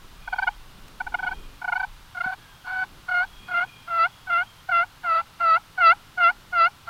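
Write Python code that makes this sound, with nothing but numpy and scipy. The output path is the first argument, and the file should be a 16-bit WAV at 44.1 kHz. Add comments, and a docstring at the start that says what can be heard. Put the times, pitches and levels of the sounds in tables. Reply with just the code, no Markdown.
"""Short stuttering chirps in quiet woodland, then a run of raspy hen yelps that quicken and grow louder.
A hunter works a turkey call: at first it only catches; with more effort it holds a tone that dips in pitch.
The tone is a harmonic stack coloured by the call's body, the rasp is noise released once a cycle,
and the trees scatter both. Behind: faint far bird whistles, a steady hush, a light rumble of air,
stirring clothes, one dry tick and one soft bump."""
import sys
import numpy as np
from scipy import signal
from scipy.fft import rfft, irfft
from scipy.io import wavfile
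from scipy.ndimage import uniform_filter1d

SR = 44100
rng = np.random.default_rng(int(sys.argv[2]) if len(sys.argv) > 2 else 0)


def file_out(sig):
    """Save sig as 16-bit WAV at sys.argv[1]."""
    # one column per channel
    cols = np.atleast_2d(sig).T
    # limit, then scale
    lim = np.clip(cols, -1, 1)
    pcm = np.round(lim * 32767).astype(np.int16)
    wavfile.write(sys.argv[1], SR, pcm)


N = 303849
TIME = np.arange(N) / SR

# The call catching briefly. Each row: centre in seconds, level in dB, pitch in Hz,
# width at half height in seconds.
CHIRPS = [(0.281, -28.5, 747, 0.007), (0.335, -23, 746, .013), (0.363, -36, 731, .0055),
          (0.391, -21, 748.6, .011), (0.432, -21, 762, .016), (0.48, -18.5, 725, .014),
          (1.01, -24, 744.3, 0.0097), (1.073, -28, 753, 0.0096), (1.126, -39, 740, .007),
          (1.148, -20.5, 715, 0.01), (1.197, -28.5, 738, 0.013), (1.238, -26, 739, .018),
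          (1.277, -24, 728.4, .022), (1.322, -28.5, 751, .019), (1.623, -31.5, 745, 0.0097),
          (1.65, -26, 731, 0.0098), (1.688, -23.5, 732, .016), (1.729, -20.5, 712.7, .012),
          (1.766, -23, 739, 0.019), (1.806, -23, 759, .015), (1.838, -24, 752, .015),
          (2.156, -35, 731, .012), (2.18, -29.5, 718, 0.02), (2.213, -23, 698, .015),
          (2.657, -41, 736.4, .02)]
# Held yelps. Each row: start and length in seconds, crest as a share of the length, crest level and
# swell up to it in dB, first, crest and last pitch in Hz, stutter depth in dB, its settling time
# in seconds, then relative rasp, brightness and top harmonics in dB.
YELPS = [(2.242, 0.1, 0.79, -29, -6.5, 723.6, 748, 762.0, 6.5, 0.0762, -49.5, -5.9, -1),
         (2.673, 0.17, 0.93, -23.5, 7.8, 727.0, 748.7, 763.6, 4.0, 0.179, -49.5, -1.5, 4),
         (3.086, 0.16, 0.47, -21.0, 2.9, 714, 708.6, 780, 9.5, 0.056, -55.2, -3, 5),
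         (3.484, 0.16, 0.47, -21, 14.5, 726, 690.3, 751, 6.5, 0.074, -54.4, -2, 0),
         (3.878, 0.19, 0.69, -18, 14.5, 683, 661, 761, 13.5, 0.023, -60, -2.1, -3.2),
         (4.271, 0.16, 0.3, -20, 14.6, 749.0, 679.6, 750.0, 7.5, 0.0578, -61, -1.3, -5),
         (4.69, 0.15, 0.43, -19.0, 4.5, 740.5, 684, 741, 18.0, 0.022, -62.5, -2, -3.5),
         (5.041, 0.17, 0.47, -19.5, 10.5, 725.0, 653.7, 681.0, 5, 0.012, -52, -3, -2.5),
         (5.405, 0.17, 0.67, -16, 7, 689, 649.0, 728.6, 2.5, 0.03, -53, -6.5, 0.5),
         (5.78, 0.15, 0.63, -12.5, 10, 745.7, 660.0, 753, 8, 0.026, -55, -4.5, -0.7),
         (6.178, 0.13, 0.54, -15.5, 8, 729, 680.4, 750, 6.5, 0.028, -56.9, -4.5, 0),
         (6.529, 0.15, 0.58, -16.1, 9.5, 723.5, 662.8, 745, 3.5, 0.028, -61, -3, 0.5),
         (6.876, 0.17, 0.47, -20.5, 13, 688, 670, 755, 4.5, 0.011, -55, -7, 2)]


def gain_of(db):
    """Decibels to amplitude."""
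    return 10 ** (np.asarray(db) / 20)


def unit_rms(x):
    """Scales to rms 1."""
    return x / np.sqrt(np.mean(x ** 2) + 1e-20)


def curve_db(points, hz):
    """Interpolates (Hz, dB) points on a log-frequency axis."""
    f, db = np.transpose(points)
    return np.interp(np.log(hz + 1), np.log(f + 1), db)


def noise(shape):
    """Noise of rms 1 with magnitude spectrum shape(Hz)."""
    return unit_rms(irfft(rfft(rng.standard_normal(N)) * shape(np.fft.rfftfreq(N, 1 / SR)), N))


def wander(rate_hz):
    """Random drift up to about rate_hz."""
    return noise(lambda f: 1 / (1 + (f / rate_hz) ** 4))


def bell(peak_s, rise_s, fall_s, squareness=2):
    """Bell envelope; rise and fall are taken at half height."""
    out, near = np.zeros(N), abs(TIME - peak_s) < 5 * max(rise_s, fall_s)
    t = TIME[near] - peak_s
    out[near] = 2 ** -abs(t / np.where(t < 0, rise_s, fall_s)) ** squareness
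    return out


def surges(rows, floor_db):
    """Steady floor plus bell-shaped surges, summed in power."""
    power = sum((gain_of(db) * bell(s, half_s, half_s)) ** 2 for s, db, half_s in rows)
    return np.sqrt(gain_of(floor_db) ** 2 + power)


def woodland_hush(above_500_hz_db=-52.5, low_cut_hz=75):
    """Steady broadband hush of the wood."""
    # Each row: frequency in Hz, relative spectral density in dB.
    spectrum = [(12, -32.5), (20, -24), (67, -5), (110, -9), (337, -28.5), (600, -26.5), (1000, -18.5),
                (1480, -20), (1610, -22.5), (1760, -24.5), (2600, -25.5), (2820, -22.5), (3160, -24.5),
                (3630, -24.5), (7310, -35), (14700, -37.5), (16000, -41)]
    hush = noise(lambda f: gain_of(curve_db(spectrum, f)) / (1 + (low_cut_hz / (f + 1)) ** 4))
    upper = signal.sosfilt(signal.butter(4, 500, "high", fs=SR, output="sos"), hush)
    return gain_of(above_500_hz_db) * hush / upper.std()


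def air_rumble(trim_db=2):
    """Gusts of air swell a deep rumble."""
    # Each row: peak time in seconds, relative level in dB, half width in seconds.
    gusts = [(.25, -47.5, 0.95), (1.09, -38.5, .045), (1.38, -40, 0.12), (1.93, -47.5, 0.12),
             (2.97, -45.5, 0.054), (3.33, -49, .09), (6.55, -45, .04)]
    rumble = noise(lambda f: f ** 2 / (f ** 2 + 200) / (1 + (f / 32) ** 3.5))
    return gain_of(trim_db) * surges(gusts, floor_db=-60.5) * rumble


def clothes_rustle(trim_db=-1):
    """Stirring clothes give a faint, low rustle."""
    # Each row: peak time in seconds, relative level in dB, half width in seconds.
    stirs = [(.05, -58.5, .25), (.85, -55, 0.21), (1.3, -51, 0.21), (2.39, -52, 0.012),
             (2.92, -54.5, 0.147), (3.55, -55, 0.17), (6.2, -61.5, 0.51)]
    rustle = noise(lambda f: f ** 2 / (f ** 2 + 110 ** 2) / (1 + (f / 300) ** 2.3))
    return gain_of(trim_db) * surges(stirs, floor_db=-64) * rustle


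def far_birds(trim_db=-3, fall_share=0.027):
    """Slowly falling whistles, blurred by their long path through the wood."""
    # Each row: start and length in seconds, first pitch in Hz, relative level in dB.
    notes = [(0.199, 0.36, 3310, -52.5), (.2, 0.34, 2450, -51.5), (1.122, 0.36, 3276, -54),
             (1.15, 0.43, 2487, -57.5), (2.378, 0.22, 1639, -56), (2.352, .4, 3293, -60.5),
             (3.223, 0.7, 3310, -52), (3.35, 0.53, 2472, -51), (3.85, 0.48, 3380, -57.5),
             (4.253, 0.41, 3262, -54.5)]
    out, blur = np.zeros(N), wander(60) + 1j * wander(60)
    for start_s, length_s, hz, db in notes:
        on = (TIME > start_s) & (TIME < start_s + length_s)
        progress = (TIME[on] - start_s) / length_s
        whistle = np.exp(2j * np.pi * np.cumsum(hz * (1 - fall_share * progress)) / SR)
        blurred = (whistle * np.roll(blur, rng.integers(N))[on]).real
        out[on] += gain_of(db + trim_db) * np.sqrt(np.sin(np.pi * progress)) * blurred
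    return out


def call_controls(chirp_bend=0.044, chirp_glide=0.014, yelp_trim_db=-0.3, slip_bend=0.0611, grit_db=-37):
    """Strength, pitch, rasp and tone colour of the call through its chirps and yelps."""
    # The held tone nearly slips, thinning and rising. Each row: time in seconds,
    # share of strength lost, half width in seconds.
    slips = [(2.314, 0.64, 0.0056), (3.604, 0.57, 0.004), (3.974, 0.21, .015), (5.144, 0.22, 0.011)]
    strength, rasp, bright_db, top_db, weighted_hz, weight = np.zeros((6, N))
    for row in YELPS:
        near, held, hz, *colour = yelp(*row)
        rasp[near], bright_db[near], top_db[near] = colour
        strength[near] = gain_of(yelp_trim_db) * held
        weighted_hz[near], weight[near] = held ** 2 * hz, held ** 2
    for centre_s, db, hz, width_s in CHIRPS:
        shape = bell(centre_s, width_s / 2, width_s / 2, squareness=2.4)
        chirp = gain_of(db) * shape
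        strength = np.maximum(strength, chirp)
        bright_db += 1.2 * shape
        top_db -= shape
        # Pitch sags where the swing is widest and creeps up through the chirp.
        creep = chirp_glide * np.tanh(2 * (TIME - centre_s) / width_s)
        weighted_hz += chirp ** 2 * hz * (1 + chirp_bend * (1 - shape) + creep)
        weight += chirp ** 2
    slip = np.clip(sum(share * bell(s, half_s, half_s) for s, share, half_s in slips), 0, 1)
    pitch_hz = (weighted_hz + 1e-9) / (weight + 1e-12) * (1 + slip_bend * slip)
    rasp = np.hypot(rasp, gain_of(grit_db) * np.sqrt(strength))  # grit weighs most in soft playing
    return strength * (1 - slip), pitch_hz, rasp, bright_db, top_db


def call_tone(strength, pitch_hz, bright_db, top_db, jitter=0.00684, waver=0.005, shimmer=0.004,
              full_db=-18, build_s=0.0079, dispersion_rad=0.2):
    """Harmonic stack through the call's body; soft playing is duller and less steady."""
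    # Body response. Each row: frequency in Hz, gain in dB.
    body = [(600, -36), (660, -15.5), (760, -8.5), (1300, 1), (1500, 0.5), (1920, -15), (2120, -7.5),
            (2300, -16), (2560, -19.5), (2720, -10.5), (3050, -25), (3220, -31.5), (3400, -22),
            (3680, -36.5), (3950, -20.5), (4130, -32.5), (4650, -22), (4950, -41.5), (7000, -59.5)]
    settled = abs(uniform_filter1d(strength, int(build_s * SR)))  # top harmonics need time to build
    effort_db, settled_db = np.clip(20 * np.log10(np.array([strength, settled]) + 1e-9) - full_db, -20, 10)
    unsteady = 2 ** (-effort_db / 20)
    detune = unsteady * (jitter * wander(344) + waver * wander(46.1))
    phase = 2 * np.pi * np.cumsum(pitch_hz * (1 + detune)) / SR
    stack = np.zeros(N)
    for k in range(1, 11):
        octaves = np.log2(min(k, 5) / 2)  # from the second harmonic, which carries the note
        push_db = 0.72 * effort_db if k < 5 else 0.7 * settled_db
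        tilt_db = -0.16 * effort_db if k == 1 else octaves * (push_db + bright_db)
        flutter_db = 1.8 * abs(octaves) * wander(34)
        harmonic_db = curve_db(body, k * pitch_hz) + tilt_db + top_db * (k > 5) + flutter_db
        stack += gain_of(harmonic_db) * np.cos(k * phase + dispersion_rad * k ** 2)
    return np.sqrt(2) * strength * stack * (1 + shimmer * unsteady * wander(320)), phase


def call_rasp(level, phase, trim_db=3, throb=0.47, low_hz=640, high_hz=5200):
    """Noise released once a cycle rings in the body's resonances."""
    # Each row: centre and width in Hz, gain in dB.
    resonances = [(870, 190, -2), (1060, 260, 0), (1560, 280, -1), (2250, 260, -8), (2950, 320, -12),
                  (3550, 300, -16), (4400, 450, -11)]
    puffs = rng.standard_normal(N) * (1 + throb * np.cos(phase))
    f = np.fft.rfftfreq(N, 1 / SR)
    body = sum(gain_of(db) / (1 + (2 * (f - hz) / width_hz) ** 2) for hz, width_hz, db in resonances)
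    body /= 1 + (low_hz / (f + 1)) ** 10  # the small cavity radiates no bass
    body /= 1 + (f / high_hz) ** 6  # nor much treble
    return gain_of(trim_db) * level * unit_rms(irfft(rfft(puffs) * body, N))


def blip(at_s, db, half_s=0.0025, ring_db=-15, ring_hz=830, ring_t60_s=0.12):
    """The body sounds briefly at its own modes; its cavity rings on."""
    # Each row: frequency in Hz, relative level in dB.
    modes = [(890, 0), (2330, -15)]
    out, near = np.zeros(N), abs(TIME - at_s) < 0.08
    t = TIME[near] - at_s
    body = sum(gain_of(mode_db) * np.sin(2 * np.pi * (hz * t + rng.random())) for hz, mode_db in modes)
    ring = (t > 0) * gain_of(ring_db - 60 * abs(t) / ring_t60_s) * np.sin(2 * np.pi * ring_hz * t)
    out[near] = gain_of(db) * (2 ** -(t / half_s) ** 2 * body + ring)
    return out


def call_edges(chirps_until_s=2.0):
    """Blips as each early chirp catches and lets go, and as each yelp lets go."""
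    out = np.zeros(N)
    for centre_s, db, _, width_s in CHIRPS:
        if centre_s < chirps_until_s:
            out += blip(centre_s - 0.45 * width_s, db - 6) + blip(centre_s + 0.7 * width_s, db - 1)
    for start_s, length_s, _, crest_db, *_ in YELPS:
        out += blip(start_s + length_s + 0.005, crest_db - 13)
    return out


def tree_echoes(call, ground_db=-28, ground_s=0.011, scatter_db=-36, t60_s=0.6, dull_hz=1800):
    """One ground reflection and weak scatter from trunks and branches."""
    t = TIME[:SR]
    taps = rng.standard_normal(SR) * (rng.random(SR) < 0.04)
    taps *= gain_of(-60 * t / t60_s) * (t > 0.008)
    ground = gain_of(ground_db) * np.interp(TIME - ground_s, TIME, call)
    scatter = gain_of(scatter_db) * signal.fftconvolve(call, taps / np.linalg.norm(taps))[:N]
    return signal.sosfilt(signal.butter(1, dull_hz, fs=SR, output="sos"), ground + scatter)


def dry_tick(corner_hz=2500):
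    """A faint, short puff of wide noise."""
    # Time in seconds, level in dB, half width in seconds.
    puff = (0.883, -46.5, .003)
    at_s, db, half_s = puff
    return gain_of(db) * bell(at_s, half_s, half_s) * noise(lambda f: 1 / (1 + f / corner_hz))


def yelp(start_s, length_s, crest, crest_db, swell_db, first_hz, crest_hz, last_hz, stutter_db, settle_s,
         rasp_db, bright_db, top_db, attack_s=0.0028, release_s=0.003, lead_s=0.024,
         stutter_hz=33.85, stutter_lag_s=0.0054, ease_db=6, sharp_per_db=0.007):
    """Controls for one yelp: it stutters into tone, glides to its crest, then eases off and lifts."""
    near = (TIME > start_s - lead_s) & (TIME < start_s + length_s + 10 * release_s)
    t = TIME[near] - start_s
    before = np.clip(1 - t / length_s / crest, 0, 1)
    after = np.clip((t / length_s - crest) / (1 - crest), 0, 1)
    dip = np.exp(-(t / settle_s) ** 2) * np.sin(np.pi * stutter_hz * (t - stutter_lag_s)) ** 2
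    attack = 1 / (1 + np.exp(-t / attack_s))
    release = 1 / (1 + np.exp((t - length_s) / release_s))
    level_db = crest_db - swell_db * before ** 1.06 - ease_db * after ** 2.9 - stutter_db * dip
    hz = crest_hz + (first_hz - crest_hz) * before ** 1.38 + (last_hz - crest_hz) * after ** 2.98
    hz *= 1 + sharp_per_db * stutter_db * dip
    # Rasp starts ahead of the tone and grows where the tone holds least well.
    lead_in = np.clip(1 + t / lead_s, 0, 1) ** 2
    rasp = lead_in * release * gain_of(rasp_db + 6 * before ** 3 + 13 * after + 2 * dip)
    return near, attack * release * gain_of(level_db), hz, rasp, bright_db + 2.5 * after ** 2, top_db


def soft_bump(at_s=2.263):
    """A dull knock of a couple of cycles."""
    # Each row: frequency in Hz, level in dB, fall to half height in seconds.
    modes = [(153, -40.5, 0.00656), (228, -38, 0.0047), (385.6, -48, 0.0031)]
    return sum(gain_of(db) * bell(at_s, fall_s / 2, fall_s) * np.sin(2 * np.pi * hz * (TIME - at_s))
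               for hz, db, fall_s in modes)


def scene():
    """The call among the trees over the woodland background, in mono."""
    strength, pitch_hz, rasp, bright_db, top_db = call_controls()
    voiced, phase = call_tone(strength, pitch_hz, bright_db, top_db)
    call = voiced + call_rasp(rasp, phase) + call_edges()
    echoes = tree_echoes(call)
    background = far_birds() + woodland_hush() + air_rumble() + clothes_rustle()
    return (call + echoes + background + dry_tick() + soft_bump())[None]


def record(dry, cutoff_hz=15900):
    """Steep low-pass band limit."""
    return signal.oaconvolve(dry, signal.firwin(511, cutoff_hz, window=("kaiser", 9), fs=SR)[None], "same")


dry = scene()
out = record(dry)
file_out(out)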